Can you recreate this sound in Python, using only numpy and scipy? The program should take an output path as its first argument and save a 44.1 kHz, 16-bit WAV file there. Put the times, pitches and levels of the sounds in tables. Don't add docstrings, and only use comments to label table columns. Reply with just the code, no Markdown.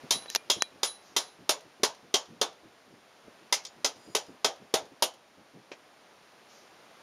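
import sys
import numpy as np
from scipy import signal
from scipy.fft import rfft, irfft
from scipy.io import wavfile

SR = 44100
rng = np.random.default_rng(int(sys.argv[2]) if len(sys.argv) > 2 else 0)


def log_audio(samples):
    frames = np.atleast_2d(samples).T
    limited = np.clip(frames, -1, 1)
    pcm = np.round(limited * 32767).astype(np.int16)
    wavfile.write(sys.argv[1], SR, pcm)


N = 309994

# (frequency [Hz], spectral density [dB per Hz])
AIR_SPECTRUM = [(15, -54), (25, -28.5), (64, -15), (166, -5), (206, -2.5), (416, 0), (677, 1.5),
                (1040, -1.5), (1160, -2), (4140, -10.5), (5570, -12.5), (6740, -15), (7920, -16),
                (9840, -19), (16000, -34.5)]
# (time [s], level [dB])
AIR_LEVEL = [(0.0, -53), (0.19, -52.5), (0.58, -57), (2.94, -59), (3.37, -57), (4.93, -58.5), (5.19, -60),
             (7.03, -55.5)]
# (frequency [Hz], level at its height [dB])
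SQUEAL_PARTIALS = [(4950, -65.5), (5800, -74), (6850, -68), (7550, -67), (9300, -70.5)]
SQUEAL_PEAK_S, SQUEAL_LENGTH_S = 4.13, 0.61

# (time [s], level [dB], length scale [s])
SHUFFLES = [(0.035, -49, 0.038), (0.147, -50.5, .045), (0.56, -47.5, 0.04), (1.799, -54.5, 0.019),
            (2.29, -59.5, 0.16), (2.646, -57.5, 0.038), (2.91, -60.5, 0.1), (3.275, -52, 0.023),
            (4.08, -52.5, 0.046), (4.283, -51.5, .041), (4.918, -56, 0.026), (5.54, -56, 0.072)]
# (frequency [Hz], spectral density [dB per Hz])
SHUFFLE_SPECTRUM = [(50, -27), (105, -1.5), (170, 2.5), (340, 2.5), (520, -4.5), (800, -16), (2000, -50),
                    (8000, -52)]
RUSTLES_PER_S, RUSTLE_DB, RUSTLE_SPREAD_DB, RUSTLE_S, WORK_ENDS_S = 4.2, -62, 4.5, 0.074, 5.6
# (time [s], level [dB], length scale [s])
RUBS = [(.295, -50.5, 0.078), (1.02, -65, 0.15), (6.48, -63.5, 0.18)]
# (frequency [Hz], spectral density [dB per Hz])
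RUB_SPECTRUM = [(500, -21), (3000, -8), (5200, 3), (6600, 3), (9000, -25), (12000, -11), (16000, -45)]

# (time [s], level [dB], main decay T60 [s], lower edge [Hz], upper edge [Hz])
SNAPS = [(0.222, -27, 0.02, 930, 1300), (.259, -24.5, 0.014, 1340, 1600),
         (0.3014, -18, 0.0032, 5030, 12000), (0.349, -24, 0.051, 1800, 10000),
         (0.3503, -6, 0.0021, 1530, 11100), (0.359, -15, 0.018, 200, 13900),
         (0.6224, -7, 0.005, 470, 10900)]
# (frequency [Hz], spectral density [dB per Hz])
SNAP_SPECTRUM = [(40, -41), (150, 5.5), (400, 12.5), (1200, 3), (2400, 6), (3500, 9), (5800, 14),
                 (9000, -5), (12000, 0), (16000, -59)]
# (frequency [Hz], level [dB], T60 [s])
SNAP_MODES = [(1820, 14.5, 0.043), (2410, -1, 0.23), (3320, 4, 0.12), (4440, -17, 0.13), (6900, -12, 0.11),
              (9250, -7, 0.12), (10300, -6, 0.16)]
SNAP_RING_DB = -41.5

# (time [s], level [dB])
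CLINKS = [(0.2802, -39), (0.29, -43), (0.606, -30), (0.6255, -43)]
CLINK_BAND_HZ = (4042, 4190)
# (frequency [Hz], level [dB], T60 [s])
TONGS_MODES = [(3327, -12, .16), (3908, -1, .23), (4005, -5, .28), (5545, -18, .23), (6794, -19, .2),
               (10370, -6, .23), (10620, -12, .3), (11680, -18, .13)]
# (time [s], ring of the tongs [dB])
GRIP_PLAY = [(0.11, 1), (0.5, -9), (0.83, 3.5), (1.164, -4.5), (1.49, -40)]
TIGHT_LENGTH, LOOSE_LENGTH = 0.82, 0.97

# (time [s], level [dB], thud [dB], sizzle [dB], iron pitch [Hz], iron resonance [dB])
BLOWS = [(0.107, -22.5, -5, 4, 1980, 2.5), (0.4994, -22.5, -4.5, 0, 3240, 9.5),
         (0.831, -25, -2.5, 2, 3300, 5), (1.164, -23, -1, 1.5, 2130, 2), (1.4921, -22.5, 2.5, 5, 3380, 2.5),
         (1.8329, -22.5, 3.5, 2, 1560, 5), (2.1404, -22, 0.5, -2, 3130, 7.5),
         (2.4133, -26, 6.5, 1, 3520, 8), (3.5248, -22, -5, 1, 2120, 11.5), (3.8453, -23.5, 0, -2, 3620, -4),
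         (4.1496, -25.5, 5, 3.5, 3050, 6.5), (4.445, -24, 7.5, -1, 3180, 8),
         (4.7394, -26, 10.5, 5.5, 3590, 7.5), (5.023, -25, 5, 9, 3050, 10)]
# (time [s], level [dB], thud [dB], sizzle [dB], length factor, iron pitch [Hz], iron resonance [dB])
TAPS = [(3.6505, -39.5, -16, -6, 0.17, 5000, 2), (3.671, -54, -20, -16, 0.46, 5000, 10),
        (5.716, -53, 17, -38, 0.65, 2340, 13.5)]
THUD_HZ, KNOCK_HZ, CLANK_HZ, CLACK_HZ, SIZZLE_HZ = 427, 1060, 2260, (3740, 6700), 10000
CLANK_DB, CLANK_FOLLOWS = -5.5, 0.47
# (pitch [Hz], level at zero thud [dB], dB per dB of thud)
FIRST_FACE, SECOND_FACE = (1104, 0.67, 0.79), (846, -0.26, 0.63)
TURN_S = 3.0

# (frequency [Hz], spectral density [dB per Hz])
CLACK_SPECTRUM = [(40, -46), (110, -26.5), (210, -27.5), (400, -6), (620, 0), (1000, -4), (1650, -4.5),
                  (2450, -1), (3200, 1), (4300, 0), (5800, 3), (10200, -10), (12500, -18.5), (15500, -52)]
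# (frequency [Hz], T60 [s])
CLACK_T60 = [(150, 0.13), (700, 0.28), (1800, 0.17), (4500, 0.14), (10000, 0.15), (15000, 0.052)]
# (frequency [Hz], T60 [s])
SHED_T60 = [(150, 1), (700, 0.54), (2000, 0.41), (5500, 0.39), (12000, 0.055)]
# (frequency [Hz], level [dB], T60 [s])
STUMP_MODES = [(184, -35, 0.23), (270.2, -17.5, 0.15), (394.3, -4, 0.052), (438, -6, 0.073),
               (565.3, -3.5, 0.085), (640, -14.5, 0.15), (710, -40, 0.39), (909, -11.5, 0.15),
               (935, -6, 0.044), (981, -0.5, 0.057), (1272, -12.5, 0.13)]
# (frequency [Hz], level [dB], T60 [s])
ANVIL_MODES = [(2027, -8.5, 0.082), (2260, -29, 0.13), (2250, -18, 0.18), (3204, -7.5, 0.13),
               (3150, -13, 0.13), (3636, -1, 0.078), (3850, -23, 0.14), (4930, -25, 0.15), (4990, 2, 0.047),
               (5280, -8, 0.13), (6140, -28, .14), (6960, -8, 0.17), (7713, 0.5, 0.12)]
ANVIL_RING_DB, TAP_RING_DB = -4.5, -4
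# (delay [s], level [dB])
ECHOES = [(.0138, -8), (.114, -38)]
CUTOFF_HZ = 16600


def from_db(db):
    return 10 ** (np.asarray(db) / 20)


def rms_one(x):
    return x / np.sqrt(np.mean(x ** 2) + 1e-20)


def at_hz(points, hz):
    points = np.array(points)
    return np.interp(np.log(np.maximum(hz, 1)), np.log(points[:, 0]), points[:, 1])


def add(out, s, sound):
    i = max(round(s * SR), 0)
    out[i:i + len(sound)] += sound[:N - i]


def butter(x, hz, kind, order=2):
    sections = signal.butter(order, np.clip(hz, 10, SR * .45), kind, fs=SR, output="sos")
    return signal.sosfilt(sections, x)


def noise(spectrum, size):
    white = rfft(rng.standard_normal(size))
    gain = from_db(at_hz(spectrum, np.fft.rfftfreq(size, 1 / SR)))
    return rms_one(irfft(white * gain, size))


def fade(t, t60):
    return np.exp(-np.log(1000) * t / t60)


def resonance(x, hz, width_hz, db):
    band = signal.lfilter(*signal.iirpeak(hz, hz / width_hz, fs=SR), x)
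    return x + (from_db(db) - 1) * band


def ring(modes, t, spread_db, waver=0.0, colour=((1, 0),)):
    hz, db, t60 = np.array(modes).T[:, :, None]
    strength_db = db + at_hz(colour, hz) + spread_db * rng.standard_normal(hz.shape)
    gain = from_db(strength_db) * rng.choice([-1, 1], hz.shape)
    knots = np.linspace(0, t[-1], 20)
    sway = np.array([np.interp(t, knots, [1, 1j] @ rng.standard_normal((2, len(knots)))) for _ in modes])
    tones = np.imag((1 + waver * sway) * np.exp(2j * np.pi * hz * t))
    return np.sum(gain * tones * fade(t, t60), axis=0)


def echoed(x):
    out = x.copy()
    for s, db in ECHOES:
        lag = max(round(s * SR), 1)
        out[lag:] += from_db(db) * x[:-lag]
    return out


def strokes(rows, spectrum, rise):
    out, t = np.zeros(N), np.arange(SR // 2) / SR
    for s, db, length in rows:
        age = t / max(length, .005)
        swell = age ** abs(rise) * np.exp(-2 * age ** 2)
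        rubbing = rms_one(noise(spectrum, len(t)) * swell)
        add(out, s, from_db(db) * rubbing * np.sqrt(abs(length) / t[-1]))
    return out


def air(low_db=-2.5, high_db=-6.5, split_hz=2200):
    hush = noise(AIR_SPECTRUM, N)
    lows = from_db(low_db) * rms_one(butter(hush, split_hz, "low", order=3))
    highs = from_db(high_db) * rms_one(butter(hush, split_hz, "high", order=3))
    level_db = np.interp(np.arange(N) / SR, *np.transpose(AIR_LEVEL))
    return from_db(level_db) * (lows + highs)


def squeal(width_hz=70):
    age = np.clip((np.arange(N) / SR - SQUEAL_PEAK_S) / SQUEAL_LENGTH_S, -.5, .5)
    white = rng.standard_normal(N)
    whistles = 0
    for hz, db in SQUEAL_PARTIALS:
        whistle = signal.lfilter(*signal.iirpeak(hz, hz / width_hz, fs=SR), white)
        whistles = whistles + from_db(db) * rms_one(whistle)
    return whistles * np.cos(np.pi * age) ** 2


def movement():
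    rustles = []
    for slot in np.arange(0, WORK_ENDS_S, 1 / RUSTLES_PER_S):
        late, loud = rng.uniform(-1.1, 1, 2)
        s = slot + .5 * (1 + late) / RUSTLES_PER_S
        rustles.append((s, RUSTLE_DB + RUSTLE_SPREAD_DB * loud, RUSTLE_S))
    return strokes(SHUFFLES + rustles, SHUFFLE_SPECTRUM, rise=0.25)


def rubbing():
    return strokes(RUBS, RUB_SPECTRUM, rise=0.55)


def snaps(tail_db=-38, tail_t60=0.072):
    out, t = np.zeros(N), np.arange(SR // 4) / SR
    for s, db, t60, low_hz, high_hz in SNAPS:
        shape = fade(t, t60) + from_db(tail_db) * fade(t, tail_t60)
        crack = rms_one(noise(SNAP_SPECTRUM, len(t)) * shape) * np.sqrt(np.mean(shape ** 2))
        crack = butter(butter(crack, low_hz, "high", order=1), high_hz, "low")
        metal = from_db(SNAP_RING_DB) * ring(SNAP_MODES, t, spread_db=2.0)
        add(out, s, from_db(db) * (crack + metal))
    return out


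def clinks(lift_db=6.0, damping_t60=0.45):
    out, t = np.zeros(N), np.arange(SR // 2) / SR
    for s, db in CLINKS:
        touch = ring(TONGS_MODES, t, spread_db=1.5) * fade(t, damping_t60)
        add(out, s, from_db(db + lift_db) * butter(touch, CLINK_BAND_HZ, "band", order=1))
    return out


def face_at(s):
    return FIRST_FACE if s < TURN_S else SECOND_FACE


def clack(t, colour, length, family, alike=0.16, crack_db=3.0, crack_t60=0.027, shed_db=-19, level_db=-8.5):
    white = np.sqrt(alike) * family + np.sqrt(1 - alike) * rng.standard_normal(family.shape)
    edges = np.geomspace(32, 16384, 28)
    out = 0
    for k, (low, high) in enumerate(zip(edges, edges[1:])):
        hz = np.sqrt(low * high)
        crack = from_db(crack_db) * fade(t, crack_t60)
        body = fade(t, length * at_hz(CLACK_T60, hz))
        tail = from_db(shed_db) * fade(t, length * at_hz(SHED_T60, hz))
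        band = rms_one(butter(white[k % 2] * (crack + body + tail), [low, high], "band"))
        density = from_db(at_hz(CLACK_SPECTRUM, hz) + at_hz(colour, hz))
        out = out + band * np.sqrt((high - low) / len(t)) * density
    return from_db(level_db) * out


def strike(family, face, thud_db, sizzle_db, length, anvil_db,
           stump_db=-6.0, stump_low_hz=170, onset_t60=0.0067):
    t = np.arange(family.shape[1]) / SR
    _, knock_db, knock_follows = face
    colour = [(THUD_HZ, thud_db), (KNOCK_HZ, knock_db + knock_follows * thud_db),
              (CLANK_HZ, CLANK_DB + CLANK_FOLLOWS * thud_db),
              (CLACK_HZ[0], 0), (CLACK_HZ[1], 0), (SIZZLE_HZ, sizzle_db)]
    onset = 1 - fade(t, onset_t60)
    iron = echoed(onset * clack(t, colour, length, family))
    stump = ring(STUMP_MODES, t, spread_db=4.5, waver=0.27, colour=colour)
    stump = from_db(stump_db) * butter(stump, stump_low_hz, "high", order=3)
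    anvil = from_db(anvil_db) * onset * ring(ANVIL_MODES, t, spread_db=2.5, waver=0.53)
    return iron, stump + anvil


def hammer(tongs_db=-5.5, tongs_treble_db=4.0, knock_db=3.0, knock_width_hz=130,
           iron_width_hz=230, tap_width_hz=500, grip_t60=0.42):
    out, t = np.zeros(N), np.arange(SR // 2) / SR
    family = rng.standard_normal((2, len(t)))
    tongs_colour = [(CLACK_HZ[1], 0), (SIZZLE_HZ, tongs_treble_db)]
    for s, db, thud, sizzle, iron_hz, iron_db in BLOWS:
        face = face_at(s)
        play = from_db(np.interp(s, *np.transpose(GRIP_PLAY)))
        length = np.interp(play, [0, .5], [TIGHT_LENGTH, LOOSE_LENGTH])
        iron, support = strike(family, face, thud, sizzle, length, ANVIL_RING_DB)
        iron = resonance(iron, face[0], knock_width_hz, knock_db)
        iron = resonance(iron, iron_hz, iron_width_hz, iron_db)
        tongs = ring(TONGS_MODES, t, spread_db=1.5, waver=0.83, colour=tongs_colour)
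        tongs *= from_db(tongs_db) * play * (1 - fade(t, grip_t60))
        add(out, s, from_db(db) * (iron + support + tongs))
    for s, db, thud, sizzle, length, tap_hz, tap_db in TAPS:
        iron, support = strike(family, face_at(s), thud, sizzle, length, TAP_RING_DB)
        iron = resonance(iron, tap_hz, tap_width_hz, tap_db)
        add(out, s, from_db(db) * (iron + support))
    return out


def scene():
    background = air() + squeal() + movement()
    work = rubbing() + snaps() + clinks() + hammer()
    return (background + work)[None]


def record(dry, notch_hz=7950, notch_width_hz=1250, notch_floor_db=-21):
    q = notch_hz / notch_width_hz
    notched = signal.lfilter(*signal.iirnotch(notch_hz, q, fs=SR), dry)
    notched = signal.lfilter(*signal.iirnotch(notch_hz, 2 * q, fs=SR), notched)
    heard = notched + from_db(notch_floor_db) * dry
    return signal.sosfilt(signal.cheby2(10, 50, CUTOFF_HZ, fs=SR, output="sos"), heard)


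dry = scene()
out = record(dry)
log_audio(out)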